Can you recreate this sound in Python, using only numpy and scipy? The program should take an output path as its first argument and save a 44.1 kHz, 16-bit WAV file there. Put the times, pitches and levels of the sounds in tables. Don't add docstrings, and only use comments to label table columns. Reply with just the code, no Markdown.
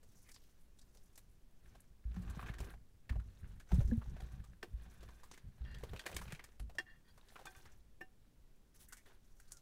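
import sys
import numpy as np
from scipy import signal
from scipy.fft import rfft, irfft
from scipy.io import wavfile
from scipy.ndimage import uniform_filter1d

SR = 44100
rng = np.random.default_rng(int(sys.argv[2]) if len(sys.argv) > 2 else 0)


def generate_wav(sig):
    pcm = np.round(np.clip(np.atleast_2d(sig).T, -1, 1) * 32767).astype(np.int16)
    wavfile.write(sys.argv[1], SR, pcm)


def invert_db(level):
    return 10 ** (np.asarray(level, dtype=float) / 20)


N = 423801

# (frequency [Hz], relative level [dB])
HUSH_SPECTRUM = [(8.0, 2), (30, -4.5), (54, -18), (226, -23.5), (500, -33), (780, -38.5), (1730, -43),
                 (16000, -51)]
HUSH_DB = -62

# (frequency [Hz], width at half amplitude [Hz], relative level [dB])
TABLE_MODES = [(33.4, 74, 2.5), (55.5, 2.9, 11.5), (92.4, 16, -6), (128, 35, -10.5), (184.6, 23, -12),
               (242, 6.4, -12.5), (369.3, 12, -28.5)]
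# (start [s], hold time [s], rumble level [dB])
SHOVES = [(1.639, 0.066, -62), (2.051, .45, -47.5), (2.58, 0.08, -50.5), (3.092, 0.042, -36),
          (3.409, 0.052, -47.5), (3.708, 0.079, -34), (3.88, 0.017, -37), (4.02, 0.33, -48.5),
          (4.659, 0.25, -59.5), (4.95, 0.16, -59), (5.429, 0.017, -50.5), (5.61, 0.31, -51.5),
          (6.081, 0.13, -48.5), (6.599, 0.015, -51), (7.55, 0.13, -62.5)]
SHOVE_RISE_S, SHOVE_FALL_DB_PER_S, TABLE_REST_DB = 0.019, 121, -71.5
# (time [s], relative level [dB], pitch [Hz], t60 [s])
BUMPS = [(2.053, -31.5, 55, 0.36), (2.168, -34.5, 182.6, 0.17), (2.372, -27, 146, 0.031),
         (2.5, -23.5, 113, 0.023), (3.101, -33.5, 96.7, 0.19), (3.132, -29.5, 43.85, 0.15),
         (3.718, -40, 367, 0.058), (3.725, -23.5, 178, 0.12), (3.784, -14.5, 111, 0.068),
         (3.807, -42, 579, 0.062), (3.806, -28, 30.7, 0.21), (3.848, -20.5, 62, 0.083),
         (3.885, -29, 24, 0.12), (3.913, -35.5, 1686, 0.02), (3.916, -36.5, 494, 0.055),
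         (3.92, -23, 227.6, 0.166), (3.977, -15.5, 93, 0.038), (4.737, -31.5, 55, 0.23),
         (5.608, -35, 57.8, 0.34), (5.831, -34, 61.5, 0.086), (6.328, -33.5, 150, 0.054),
         (6.601, -33, 52.3, 0.092)]

# (frequency [Hz], relative level [dB], t60 [s])
WALL_MODES = [(1787, 0, .14), (2778, -13, .22), (5412, -14, .15), (5995, -25, .14), (7670, -21, .11)]
# (frequency [Hz], relative level [dB], t60 [s])
BASE_MODES = [(1868, 0, .1), (3295, -9, .15), (4180, -16, .19), (4683, -12, .14), (5540, -20, .15),
              (6896, -23, .14), (8603, -21, .11)]
# (frequency [Hz], relative level [dB], t60 [s])
RIM_MODES = [(340, -6.5, 0.12), (753, -6.5, 0.33), (1156, 6, 0.041), (1560, 3, 0.15), (2456, -1.5, 0.091),
             (3530, -4, 0.078)]
# (start [s], end [s], rms level [dB], freedom to ring [factor on t60],
# share on the base [0-1], share on the rim [0-1], hardness [dB per octave])
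RUBS = [(2.167, 2.787, -67.5, 0.25, 0.1, 1, -6.5), (4.1, 4.426, -77, 0.46, 0.1, 0.9, -3.5),
        (4.724, 5.26, -79.5, 0.37, .7, .7, 2), (5.635, 5.805, -69.5, 0.61, 0.38, 0, 1),
        (6.843, 6.984, -71, 0.81, 0.33, 0.03, -2.5), (7.035, 7.105, -83.5, 0.66, 0.85, 0.2, 1),
        (7.071, 7.117, -84.5, 0.4, 0.8, 0.2, 21)]
# (time [s], peak level [dB], freedom to ring [factor on t60],
# share on the base [0-1], share on the rim [0-1], hardness [dB per octave])
TAPS = [(4.204, -50, 0.23, .95, 0.4, 7), (4.628, -36.5, 0.21, 0.41, 0.28, 1.5),
        (5.994, -39.5, 0.34, 0.9, 0.32, 4.5), (6.784, -28.5, 0.39, 0.31, 0.03, -2),
        (6.798, -37.5, 0.37, 1, 0.13, -5.5), (6.865, -58.5, 0.65, 0.4, 0.07, -5),
        (6.897, -58, 0.6, 0.6, 0, -3), (7.468, -42, 0.81, 0.6, 0.57, 1.8), (7.554, -55, 1.5, 0.6, 0.5, 1),
        (8.011, -39, 0.58, 0, 0.11, -7)]

# (start [s], end [s], relative level [dB], first pitch [Hz], last pitch [Hz],
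# steady part against the flutter [factor])
SQUEAKS = [(0.243, 0.334, -71.5, 2180, 2015, 0.2), (8.87, 9.028, -71, 1705, 2130, .05),
           (9.406, 9.512, -88, 1618, 1510, 1.3), (9.503, 9.59, -79, 1500, 1350, 1.8)]

# (time [s], relative level [dB], pitch of the air pocket [Hz],
# relative brightness [dB])
POPS = [(0.03, -58.5, 490, -9), (0.288, -50.5, 2140, -7), (0.315, -51, 4870, 4), (0.343, -47, 4770, -7),
        (0.361, -53, 4670, -28), (0.788, -54.5, 3800, 1), (0.813, -55, 4800, -4), (0.948, -56.5, 540, -8),
        (0.971, -55, 5060, -12), (1.155, -53, 6430, -7), (1.176, -43.5, 12000, -14.5),
        (1.748, -53.5, 636, -23), (1.803, -55, 11200, 17), (2.142, -55, 1380, -20), (2.16, -48, 920, -35),
        (2.219, -56, 453, -9), (2.277, -53.5, 1390, -42), (2.297, -48, 1110, -5), (2.367, -49, 583, -50),
        (2.393, -42.5, 1160, -59), (2.427, -41.5, 1150, -62), (2.461, -40, 1560, -40),
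        (2.485, -39, 1660, -50), (2.494, -46, 1700, -38), (2.537, -46, 1800, -20), (2.583, -45, 1670, -14),
        (2.603, -42.5, 417, -18), (2.627, -47, 394, -34), (2.668, -47, 463, -71), (2.686, -55, 1630, -55),
        (2.702, -51, 1600, -40), (2.738, -54.5, 804, -44), (3.093, -41, 1780, -24),
        (3.122, -49.5, 1080, -32), (3.155, -51.5, 700, -70), (3.197, -54, 1340, -22),
        (3.442, -55.5, 1500, -54), (3.598, -47.5, 1670, -13), (3.704, -51, 806, -38),
        (3.716, -40, 760, -31), (3.741, -45.5, 484, -8), (3.802, -44.5, 614, -39), (4.015, -48, 1150, -44),
        (4.164, -53, 625, -42), (4.199, -51, 760, -42), (4.44, -54, 1120, -7), (4.628, -39, 358, -30),
        (5.006, -55.5, 3530, -16), (5.028, -50, 455, -21), (5.086, -50, 1034, -23), (5.232, -49, 1120, -12),
        (5.313, -44, 6160, -20), (5.336, -49, 2292, -11), (5.376, -50.5, 1820, -13),
        (5.648, -57, 3230, -29), (5.711, -54, 1810, -19), (5.743, -49, 3280, -15), (5.783, -52, 1750, -10),
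        (5.835, -40, 450, -30), (5.932, -38.5, 528, -49), (5.96, -44.5, 2650, -19),
        (5.993, -39.5, 3320, -13), (6.056, -39, 527, -45), (6.062, -30, 1790, -15), (6.092, -43, 590, -28),
        (6.113, -44, 580, -17), (6.127, -46, 2600, -26), (6.143, -43, 7950, -22), (6.164, -31, 2280, -7),
        (6.213, -44.5, 1140, -15), (6.278, -46, 2350, -26), (6.302, -43.5, 2300, -29),
        (6.321, -41, 1900, -11), (6.348, -45, 2440, -17), (6.393, -43, 2080, -32), (6.439, -46, 1900, -4),
        (6.596, -44, 9800, -26), (6.695, -51, 610, -26), (6.749, -52, 597.6, -18),
        (6.784, -36.5, 1760, -16), (7.175, -54.5, 1100, -14), (7.285, -51.5, 3820, -14),
        (7.357, -41.5, 1350, -35), (7.391, -48, 770, -22), (7.412, -53, 547, -28), (7.454, -41, 870, -13.5),
        (7.655, -49.5, 1650, -21), (8.008, -46, 330, -77), (8.885, -48, 11560, 35),
        (8.923, -40.5, 1500, 0.5), (8.968, -48.5, 1990, 2), (9.057, -56.5, 1840, -15),
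        (9.399, -53, 1680, 2), (9.478, -57.5, 4492, 2), (9.508, -54, 1480, 2), (9.519, -39, 7050, 1),
        (9.569, -54, 5240, -2)]
POCKET_RING = 0.61
BUBBLE_TONE = 0.27
BUBBLE_CYCLES = 17

# (start [s], strongest [s], end [s],
# relative crackle level [dB], relative peel level [dB])
STROKES = [(0.0, 0.255, 0.72, -85, -74), (0.647, 1.05, 1.4, -89, -83), (1.58, 1.699, 1.87, -70, -80.5),
           (2.01, 2.48, 2.59, -57.5, -74.5), (2.578, 2.605, 2.77, -56.5, -65.5),
           (3.06, 3.565, 3.6, -70, -81), (3.659, 3.73, 4.04, -60, -68), (3.897, 4.2, 4.61, -63, -75.5),
           (4.622, 4.83, 5.88, -69.5, -80), (4.887, 5.38, 5.4, -79, -93), (5.554, 5.88, 6.16, -62, -79),
           (5.934, 6.168, 6.58, -57.5, -70.5), (7.037, 7.558, 7.83, -63.5, -72.5),
           (8.739, 8.748, 8.79, -71, -67), (8.78, 8.82, 8.875, -74, -64), (8.86, 8.93, 9.2, -92, -79),
           (9.047, 9.078, 9.2, -63, -81), (9.213, 9.395, 10.3, -85, -79)]
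REST_CRACKLE_DB, REST_PEEL_DB = -86, -92
# (frequency [Hz], relative level [dB])
CRACKLE_SPECTRUM = [(200, -48), (360, 4.5), (700, -2.5), (1300, -3.5), (1520, 0), (1670, 0), (2000, -6),
                    (4000, -10.5), (7000, -32.5)]
# (frequency [Hz], relative level [dB])
PEEL_SPECTRUM = [(1500, 0.5), (3500, -11.5), (6000, -4.5), (10000, -8.5), (15000, -8.5)]


def evened(x):
    return x / np.sqrt(np.mean(x ** 2) + 1e-20)


def coloured(x, points):
    hz, db = np.transpose(points)
    f = np.fft.rfftfreq(len(x), 1 / SR) + 1
    gain = invert_db(np.interp(np.log(f), np.log(hz), db))
    return irfft(rfft(x) * gain, len(x))


def add(mix, s, sound):
    part = mix[round(s * SR):][:len(sound)]
    part += sound[:len(part)]


def fade(t60, rise, size=4096):
    t = np.arange(size) / SR
    return invert_db(-60 * t / max(t60, .003)) * (1 - np.exp(-t / rise))


def sputter(per_s, spread_db, t60):
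    size_db = spread_db * np.minimum(rng.exponential(1, N), 4)
    puffs = invert_db(size_db) * (rng.random(N) < per_s / SR)
    return signal.oaconvolve(puffs, fade(t60, rise=0.00047))[:N] * rng.standard_normal(N)


def hush():
    return invert_db(HUSH_DB) * evened(coloured(rng.standard_normal(N), HUSH_SPECTRUM))


def shoves():
    t = np.arange(N) / SR
    load = np.full(N, invert_db(TABLE_REST_DB))
    for start, held, db in SHOVES:
        rise = np.clip((t - start) / SHOVE_RISE_S, 0, 1) ** 2
        fall_db = SHOVE_FALL_DB_PER_S * np.maximum(t - start - SHOVE_RISE_S - held, 0)
        load += rise * invert_db(db - fall_db)
    return load


def table():
    pushes = sputter(per_s=120, spread_db=1.5, t60=.1)
    spectrum_hz = np.fft.rfftfreq(N, 1 / SR)
    modes = sum(invert_db(db) / (1 + ((spectrum_hz - hz) / width * 2) ** 2) for hz, width, db in TABLE_MODES)
    boom = irfft(rfft(pushes) * modes, N)
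    out = shoves() * evened(coloured(boom, [(25, -6), (42, 0)]))
    t = np.arange(8192) / SR
    for s, db, hz, t60 in BUMPS:
        bump = np.sin(2 * np.pi * hz * t) * fade(t60, rise=0.003, size=8192)
        add(out, s, invert_db(db - 1) * bump)
    return out


def ring_modes(modes, free, hard_db, size):
    t = np.arange(size) / SR
    sound = np.zeros(size)
    for hz, db, t60 in modes:
        level_db = db + hard_db * np.log2(hz / WALL_MODES[0][0])
        sound += invert_db(level_db - 60 * t / (t60 * max(free, .1))) * np.sin(2 * np.pi * hz * t)
    return sound


def ring(free, base, rim, hard_db, size=16384):
    base, rim = np.clip(base, 0, 1), np.clip(rim, 0, 1)
    wall_sound, base_sound, rim_sound = (
        ring_modes(modes, free, hard_db, size) for modes in (WALL_MODES, BASE_MODES, RIM_MODES))
    body = (1 - base) * wall_sound + base * base_sound
    return (1 - rim) * body + rim * rim_sound


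def rubs():
    slips = sputter(per_s=900, spread_db=1.5, t60=.03)
    slips = coloured(slips, [(4700, 0), (5600, -12), (9000, -24)])
    out = np.zeros(N)
    for start, end, db, *touch in RUBS:
        stroke = slips[round(start * SR):round(end * SR)]
        stroke = stroke * signal.windows.tukey(len(stroke), .4)
        singing = signal.oaconvolve(stroke, ring(*touch, size=8192))
        add(out, start, invert_db(db) * evened(singing))
    return out


def taps():
    out = np.zeros(N)
    for s, db, *touch in TAPS:
        sound = ring(*touch) * fade(12.0, rise=0.0014, size=16384)
        add(out, s, invert_db(db) * sound / abs(sound).max())
    return out


def squeaks():
    flutter = evened(uniform_filter1d(rng.standard_normal(N), size=70))
    out = np.zeros(N)
    for start, end, db, first_hz, last_hz, steady in SQUEAKS:
        wobble = steady + flutter[round(start * SR):round(end * SR)]
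        turns = np.cumsum(np.linspace(first_hz, last_hz, len(wobble))) / SR
        whistle = wobble * np.sin(2 * np.pi * turns)
        add(out, start, invert_db(db) * whistle * signal.windows.tukey(len(wobble), .3))
    return out


def pops():
    out = np.zeros(N)
    noise = rng.standard_normal((len(POPS), 2, 4096))
    t = np.arange(4096) / SR
    for (s, db, hz, bright_db), (puff, rag) in zip(POPS, noise):
        wide = coloured(puff, [(150, -11), (400, -7), (2800, -15),
                               (8000, bright_db - 0.5), (15000, bright_db - 13)])
        wide = coloured(wide, [(hz / 3, -7), (hz, 0), (hz * 3, -7)])
        pocket = coloured(puff, [(hz / 2, -36), (hz / 1.1, -10), (hz, 0), (hz * 1.1, -10), (hz * 2, -36)])
        ragged = invert_db(2.67 * evened(uniform_filter1d(rag, size=90)))
        large = (hz / 1000) ** -.1
        burst = fade(0.038 * large, rise=0.0016 * large)
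        tail = 0.32 * fade(0.14 * large, rise=0.0031)
        puffing = evened(wide) + POCKET_RING * (hz / 1000) ** -.3 * evened(pocket)
        tone = np.sin(2 * np.pi * hz * t) * fade(BUBBLE_CYCLES / hz, rise=0.0036)
        pop = puffing * ragged * (burst + tail) + BUBBLE_TONE * (hz / 1000) ** -.6 * tone
        add(out, s, invert_db(db - 8.5) * pop)
    return out


def strokes():
    t = np.arange(N) / SR
    strength = np.ones((N, 1)) * invert_db([REST_CRACKLE_DB, REST_PEEL_DB])
    for start, top, end, *levels_db in STROKES:
        strength += np.interp(t, [start, top, end], [0, 1, 0])[:, None] * invert_db(levels_db)
    return strength.T


def grains(points, per_s, spread_db, t60, count=4):
    kinds = np.zeros(N)
    for hz in np.geomspace(points[1][0], points[-2][0], count):
        puffs = sputter(per_s / count, spread_db, t60)
        kinds += coloured(puffs, [(hz / 2, -16), (hz, 0), (hz * 2, -16)]) * hz ** -.5
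    return evened(coloured(kinds, [(hz, db + 3 * np.log2(hz)) for hz, db in points]))


def slime():
    working, peeling = strokes()
    crackle = grains(CRACKLE_SPECTRUM, per_s=300, spread_db=5.5, t60=.02)
    smear = evened(coloured(sputter(per_s=600, spread_db=1.5, t60=.06), CRACKLE_SPECTRUM))
    peel = grains(PEEL_SPECTRUM, per_s=320, spread_db=4.5, t60=0.082, count=3)
    return working * (0.43 * crackle + 0.41 * smear) + peeling * peel


def scene():
    return (hush() + table() + rubs() + taps() + squeaks() + pops() + slime())[None]


def band_limit(x):
    return signal.sosfilt(signal.butter(12, 16450, fs=SR, output="sos"), x)


def record(dry):
    edge = signal.firwin(255, 15800, fs=SR)
    mix = signal.oaconvolve(dry, edge[None], "same")
    return band_limit(mix)


dry = scene()
out = record(dry)
generate_wav(out)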